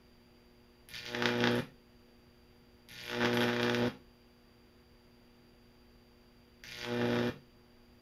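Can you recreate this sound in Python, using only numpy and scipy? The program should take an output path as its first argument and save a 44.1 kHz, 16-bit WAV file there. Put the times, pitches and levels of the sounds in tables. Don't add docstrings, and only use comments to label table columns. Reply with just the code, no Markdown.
import sys
import numpy as np
from scipy import signal
from scipy.fft import rfft, irfft
from scipy.io import wavfile
from scipy.ndimage import uniform_filter1d

SR = 44100
rng = np.random.default_rng(int(sys.argv[2]) if len(sys.argv) > 2 else 0)


def master(y):
    cut = np.clip(np.atleast_2d(y).T, -1, 1)
    pcm = np.round(cut * 32767)
    wavfile.write(sys.argv[1], SR, pcm.astype(np.int16))


N = 353417
T = np.arange(N) / SR
MAINS_HZ = 60
CURRENT_ZERO = .6


def undb(db):
    return 10 ** (np.asarray(db) / 20)


def unit(x):
    return x / np.sqrt(np.mean(x ** 2))


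def band(x, lo_hz, hi_hz):
    edges_hz = [lo_hz, min(hi_hz, .48 * SR)]
    return signal.sosfilt(signal.butter(3, edges_hz, "band", fs=SR, output="sos"), x)


def ring(x, response):
    return signal.fftconvolve(x, response)[:N]


def colour(x, eq, size=4096):
    hz, db = np.transpose(eq)
    bins_hz = np.arange(size // 2 + 1) * SR / size
    log_gain = np.log(undb(np.interp(np.log(bins_hz + 1), np.log(hz), db)))
    cepstrum = irfft(log_gain)
    cepstrum[1:size // 2] *= 2
    cepstrum[size // 2 + 1:] = 0
    return ring(x, irfft(np.exp(rfft(cepstrum))))


def drift(rate_hz):
    return np.interp(T * rate_hz, np.arange(N), rng.standard_normal(N))


def delay(x, s):
    return np.interp(T - s, T, x, left=0)


def clicks(times_s, sizes):
    out = np.zeros(N)
    np.add.at(out, np.clip(np.round(times_s * SR).astype(int), 0, N - 1), sizes)
    return out


def sine(pitch_hz, rms_db, phase_cycles=0):
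    return np.sqrt(2) * undb(rms_db) * np.sin(2 * np.pi * (pitch_hz * T + phase_cycles))


def gate(on_s, off_s, release_s=.004):
    return (T >= on_s) * np.exp(-np.maximum(T - off_s, 0) / release_s)


# freq_hz, gain_db
ROOM_TONE_EQ = [(12, -8), (24, 1), (42, -1), (65, 0.5), (100, -5.5), (250, -10.5), (550, -14.5),
                (1200, -19.5), (3000, -22), (5200, -33), (7000, -35.5), (8200, -41.5), (10500, -34.5),
                (15500, -35)]

def room_tone(level_db=-63.5):
    return undb(level_db) * unit(colour(rng.standard_normal(N), ROOM_TONE_EQ, size=16384))


def electronics_whine(pitch_hz=4724, tone_db=-77, hiss_db=-79):
    return sine(pitch_hz, tone_db) + undb(hiss_db) * unit(band(rng.standard_normal(N), 4510, 4900))


# mains_harmonic, level_db
IDLE_PARTIALS = [(2, -76), (4, -67.5), (6, -71.5), (8, -76.5), (10, -83.5), (14, -85)]
# mains_harmonic, level_db
LOAD_PARTIALS = [(2, -60), (3, -66)]

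def core_hum(load, wobble_db=.7):
    idle = sum(sine(k * MAINS_HZ, db + wobble_db * drift(5.6), rng.random()) for k, db in IDLE_PARTIALS)
    return idle + load * sum(sine(k * MAINS_HZ, db) for k, db in LOAD_PARTIALS)


# strike_s, contact_opens_s, blow_off_s, sizzle_db, sizzle_start_offset_db, crackle_db, fizz_db
ARC_CUES = [(0.886, 1.11, 1.603, -48, -9, -44.5, -64), (2.886, 3.11, 3.881, -44.5, -10, -44.5, -63.5),
            (6.636, 6.86, 7.296, -46, -2, -46, -64.5)]
# time_s, level_db
BUZZ_CURVES = [
    [(1.05, -61), (1.07, -60), (1.138, -44), (1.262, -33), (1.342, -36), (1.444, -30), (1.6, -31)],
    [(3.07, -59), (3.156, -41), (3.246, -30), (3.312, -34), (3.356, -32), (3.468, -32), (3.568, -37),
     (3.632, -33), (3.764, -34), (3.84, -29), (3.87, -29)],
    [(6.79, -58), (6.814, -58), (6.914, -37), (7.014, -32), (7.196, -31), (7.29, -33)],
]
# start_s, length_s, boost_db
ELECTRODE_SPURTS = [(.935, .055, 10), (1.05, .035, 7), (1.47, .135, 6), (3.328, .11, 11), (3.615, .022, 9),
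                    (3.735, .02, 9), (6.785, .06, 4), (7.245, .03, 9)]

def arc_envelopes(seed_db=-86, crackle_knee_db=-48, flash_sizzle_db=-50, flash_fizz_db=-56):
    spurt = undb(sum(db * gate(s, s + length_s, release_s=.008) for s, length_s, db in ELECTRODE_SPURTS))
    total = 0
    for cue, curve in zip(ARC_CUES, BUZZ_CURVES):
        strike_s, opens_s, end_s, sizzle_db, offset_db, crackle_db, fizz_db = cue
        lit = gate(strike_s, end_s)
        age_s = np.maximum(T - strike_s, 0)
        buzz = undb(np.interp(T, *np.transpose([(strike_s, seed_db), *curve])))
        crackling = undb(crackle_db) * buzz / (buzz + undb(crackle_knee_db))
        flash = np.exp(-age_s / .005)
        build_up = undb(sizzle_db + offset_db * np.exp(-age_s / .07))
        touching = gate(strike_s, opens_s, release_s=.012)
        sizzle = touching * (spurt * build_up + undb(flash_sizzle_db) * flash)
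        fizz = np.where(T > opens_s, spurt, 1) * undb(fizz_db) + undb(flash_fizz_db) * flash
        load = lit * (1 - np.exp(-age_s / .025))
        stretch = (T < end_s + .05) * np.exp(np.minimum(T - end_s, 0) / .042)
        total = total + np.array([lit * buzz, lit * crackling, sizzle, lit * fizz, load, stretch])
    return total


def spits(eq, decay_share, floor_db, scatter_db):
    half_cycles = 2 * MAINS_HZ * T - CURRENT_ZERO + .04
    sizes = undb(scatter_db * np.clip(rng.standard_normal(N), -1.6, 1.6))
    bursts = sizes[np.floor(half_cycles).astype(int)] * np.exp(-(half_cycles % 1) / decay_share)
    return unit(colour(rng.standard_normal(N) * (bursts + undb(floor_db)), eq))


# freq_hz, gain_db
SIZZLE_EQ = [(100, -11), (1200, -12.5), (1800, -1.5), (2150, 4), (2600, 2), (3700, 1), (4600, 1.5),
             (5300, -7), (6200, -7), (7900, -27), (10500, -26), (12000, -25), (15500, -29)]

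def contact_sizzle(envelope, tick_db=-9, spit_db=-1):
    zeros_s = np.arange(CURRENT_ZERO, 2 * MAINS_HZ * N / SR) / (2 * MAINS_HZ)
    ticks = unit(colour(clicks(zeros_s, 1.), SIZZLE_EQ))
    sparks = spits(SIZZLE_EQ, decay_share=.065, floor_db=-23, scatter_db=3)
    return envelope * (undb(tick_db) * ticks + undb(spit_db) * sparks)


# freq_hz, gain_db
FIZZ_EQ = [(1500, -38), (5500, -3.5), (8000, -4), (10000, 2.5), (11700, 8.5), (12800, -3), (13800, 2.5),
           (15500, -19.5)]

def electrode_fizz(envelope, trim_db=-2):
    return undb(trim_db) * envelope * spits(FIZZ_EQ, decay_share=.085, floor_db=-28, scatter_db=6)


# pitch_hz, width_hz, relative_db
RATTLE_MODES = [(585, 17, -4), (1135, 35, -6), (1448, 38, -5), (1800, 55, 1), (2395, 55, 1), (2760, 70, 0),
                (3330, 50, -24.5), (3730, 52, -1)]

def core_rattle(load, trim_db=-54, scatter_db=1.8):
    knock_s = np.arange(0, N / SR, 1 / (2 * MAINS_HZ))
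    knocks = clicks(knock_s, undb(scatter_db * rng.standard_normal(len(knock_s))))
    t = T[:SR // 8]
    body = sum(undb(db) * width_hz * np.exp(-np.pi * width_hz * t) * np.sin(2 * np.pi * pitch_hz * t)
               for pitch_hz, width_hz, db in RATTLE_MODES)
    return load * undb(trim_db) * unit(ring(knocks, body))


# mains_harmonic, relative_db
BUZZ_PARTIALS = [(1, -20), (2, 8), (3, -5), (4, 4.5), (5, -14), (6, 5.2), (7, -2.5), (8, 1.5), (9, -13.5),
                 (10, -5.5), (12, -13), (13, -17), (14, -15.5), (15, -24)]

def flame_buzz(envelope, stretch, jitter_cycles=.0054, lead_cycles=.05, sharpen=.32,
               rough_db=1.1, flutter_db=-11, trim_db=-.6):
    size = np.clip(envelope / undb(-31), .15, 1)
    jitter = jitter_cycles * size * (drift(120) + drift(10)) / 2
    phase = MAINS_HZ * T - CURRENT_ZERO / 2 + lead_cycles * stretch + jitter
    throb = 0
    for k, db in BUZZ_PARTIALS:
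        wave = size * np.sin(2 * np.pi * k * phase) if k % 2 else -np.cos(2 * np.pi * k * phase)
        tilt = size ** (-sharpen * np.log(min(k, 10) / 4))
        throb = throb + undb(db) * tilt * wave
    throb /= np.sqrt(uniform_filter1d(throb ** 2, size=2205))
    flutter = size ** 2 * unit(band(rng.standard_normal(N), 125, 620))
    roughness = undb(rough_db * drift(120))
    return undb(trim_db) * envelope * (throb * roughness + undb(flutter_db) * flutter)


# freq_hz, gain_db
CRACKLE_EQ = [(35, -25.5), (160, -1), (550, 1.5), (690, -6), (870, 0.5), (1130, -2.5), (1420, 1.5),
              (1600, -1.5), (1820, 0), (2080, -4.5), (3650, -5.5), (4800, -12), (6000, -18), (7900, -39.5),
              (15000, -36.5)]

def crackle(envelope, tick_scatter_db=2, restrike_db=-1, restrike_scatter_db=3, weak_side_db=-7,
            lag_s=.0018, lag_spread_s=.0004, fry_db=-11.5, trim_db=-1.5):
    half_cycle = np.arange(int(2 * MAINS_HZ * N / SR))
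    tick_shift, tick_size, strike_shift, strike_size = rng.standard_normal((len(half_cycle), 4)).T
    zeros_s = (half_cycle + CURRENT_ZERO) / (2 * MAINS_HZ)
    unrest = np.clip(np.interp(zeros_s, T, envelope) / undb(-47.5), .1, 1)
    ticks = clicks(zeros_s + .00018 * unrest * tick_shift, -undb(tick_scatter_db * tick_size))
    strike_db = restrike_db + weak_side_db * (half_cycle % 2) + restrike_scatter_db * strike_size
    strikes = clicks(zeros_s + lag_s + lag_spread_s * strike_shift, unrest * undb(strike_db))
    fry = rng.standard_normal(N) * undb(1.7 * drift(700))
    sound = colour(unit(ticks + strikes) + undb(fry_db) * unit(fry), CRACKLE_EQ)
    midrange_rms = np.std(band(sound, 740, 1330))
    return envelope * undb(trim_db) * sound / midrange_rms


# start_s, snap_count, spacing_half_cycles, relative_db, brightness_steps
SNAP_VOLLEYS = [(1.1490, 1, 1, -18, 5), (1.2235, 1, 1, -10, -2), (1.2569, 1, 1, -10.5, 8),
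                (1.2895, 1, 1, -11, -6), (1.4050, 1, 1, -25, 9), (1.4322, 2, 3, -17, -4),
                (1.4402, 2, 4, -12.5, 1), (3.0978, 4, 2, -22, 5), (3.2072, 4, 1, -13, -6),
                (3.2485, 2, 1, -10.5, -2), (3.3312, 1, 1, -17, 2), (3.3725, 1, 1, -14, 3),
                (3.4072, 5, 1, -12.5, -1), (3.4820, 3, 1, -14.5, -4), (3.5314, 3, 4, -17, 1),
                (3.6482, 3, 2, -14, -5), (3.6308, 2, 8, -19, 8), (3.7470, 1, 1, -19, 8),
                (6.8472, 1, 1, -21, 3), (7.0153, 1, 1, -18, -10), (7.1328, 2, 4, -17, -8)]
# freq_hz, gain_db
SNAP_EQ = [(35, -28), (160, -6), (550, -2), (700, -6), (880, 1), (1130, -1), (1400, 3), (1600, 0),
           (1850, 2), (2100, -2.5), (2600, -1.5), (3650, -4.5), (4800, -11), (6000, -17), (7900, -37),
           (15000, -35)]

def restrike_snaps(fade_db=-.3, jitter_s=.00015, scatter=1.2, crossover_hz=2700, bright_step_db=.76,
                   fray=.09, fray_s=.0005, trim_db=1.2):
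    hits = np.array([(start_s + k * spacing / (2 * MAINS_HZ), db + k * fade_db, brightness)
                     for start_s, count, spacing, db, brightness in SNAP_VOLLEYS
                     for k in range(round(count))])
    hits += rng.standard_normal(hits.shape) * [jitter_s, scatter, scatter]
    times_s, hit_db, brightness = hits.T
    lowpass = signal.butter(2, crossover_hz, fs=SR)
    body = signal.lfilter(*lowpass, clicks(times_s, undb(hit_db)))
    edge = clicks(times_s, undb(hit_db + bright_step_db * brightness))
    edge += fray * rng.standard_normal(N) * ring(edge, np.exp(-T[:SR // 100] / fray_s))
    edge -= signal.lfilter(*lowpass, edge)
    shock_peak = np.abs(colour(clicks(np.zeros(1), 1.), SNAP_EQ)).max()
    return undb(trim_db) * colour(body + edge, SNAP_EQ) / shock_peak


def blow_off(level_db=-36, fade_s=.012):
    swell = sum(np.exp(-np.abs(T - end_s) / fade_s) for _, _, end_s, *_ in ARC_CUES)
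    return undb(level_db) * swell * unit(band(rng.standard_normal(N), 130, 195))


# delay_s, gain
REFLECTION_TAPS = [(.00058, 0.25), (.0012, 0.16), (.0033, .3), (.006, 0.11)]

def early_reflections(x):
    return sum(gain * delay(x, delay_s) for delay_s, gain in REFLECTION_TAPS)


def room_tail(x, low_t60_s=.28, mid_t60_s=.25, high_t60_s=.27, attack_s=.004):
    t = T[:SR // 2]
    noise = rng.standard_normal(len(t))
    bands = [(36, 630, low_t60_s), (880, 5600, mid_t60_s), (5300, 22900, high_t60_s)]
    response = sum(band(noise, lo_hz, hi_hz) * undb(-60 * t / t60_s) for lo_hz, hi_hz, t60_s in bands)
    response *= 1 - np.exp(-t / attack_s)
    return ring(x, response / np.sqrt(np.sum(response ** 2)))


def scene(spark_bus_db=-3, spark_send_db=-2, buzz_send_db=-14, puff_send_db=-1.5,
          wall_s=.0037, wall_gain=.55):
    buzz_env, crackle_env, sizzle_env, fizz_env, load, stretch = arc_envelopes()
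    buzz = flame_buzz(buzz_env, stretch)
    buzz += wall_gain * delay(buzz, wall_s)
    puff = blow_off()
    hum = core_hum(load)
    rattle = core_rattle(load)
    sparks = crackle(crackle_env) + restrike_snaps()
    sparks += contact_sizzle(sizzle_env) + electrode_fizz(fizz_env)
    spark_bus = undb(spark_bus_db) * (sparks + rattle)
    buzz_change = buzz - delay(buzz, 1 / MAINS_HZ)
    send = undb(spark_send_db) * spark_bus + undb(buzz_send_db) * buzz_change + undb(puff_send_db) * puff
    room = early_reflections(spark_bus) + room_tail(send)
    bed = room_tone() + electronics_whine() + hum
    return (bed + spark_bus + buzz + puff + room)[None]


# centre_hz, width_hz
MIC_NOTCHES = [(4200, 210), (7870, 470), (8790, 650), (12600, 400)]

def record(dry, high_cut_hz=15500):
    for centre_hz, width_hz in MIC_NOTCHES:
        dry = signal.lfilter(*signal.iirnotch(centre_hz, centre_hz / width_hz, fs=SR), dry)
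    return signal.sosfilt(signal.ellip(8, .2, 70, high_cut_hz, fs=SR, output="sos"), dry)


dry = scene()
out = record(dry)
master(out)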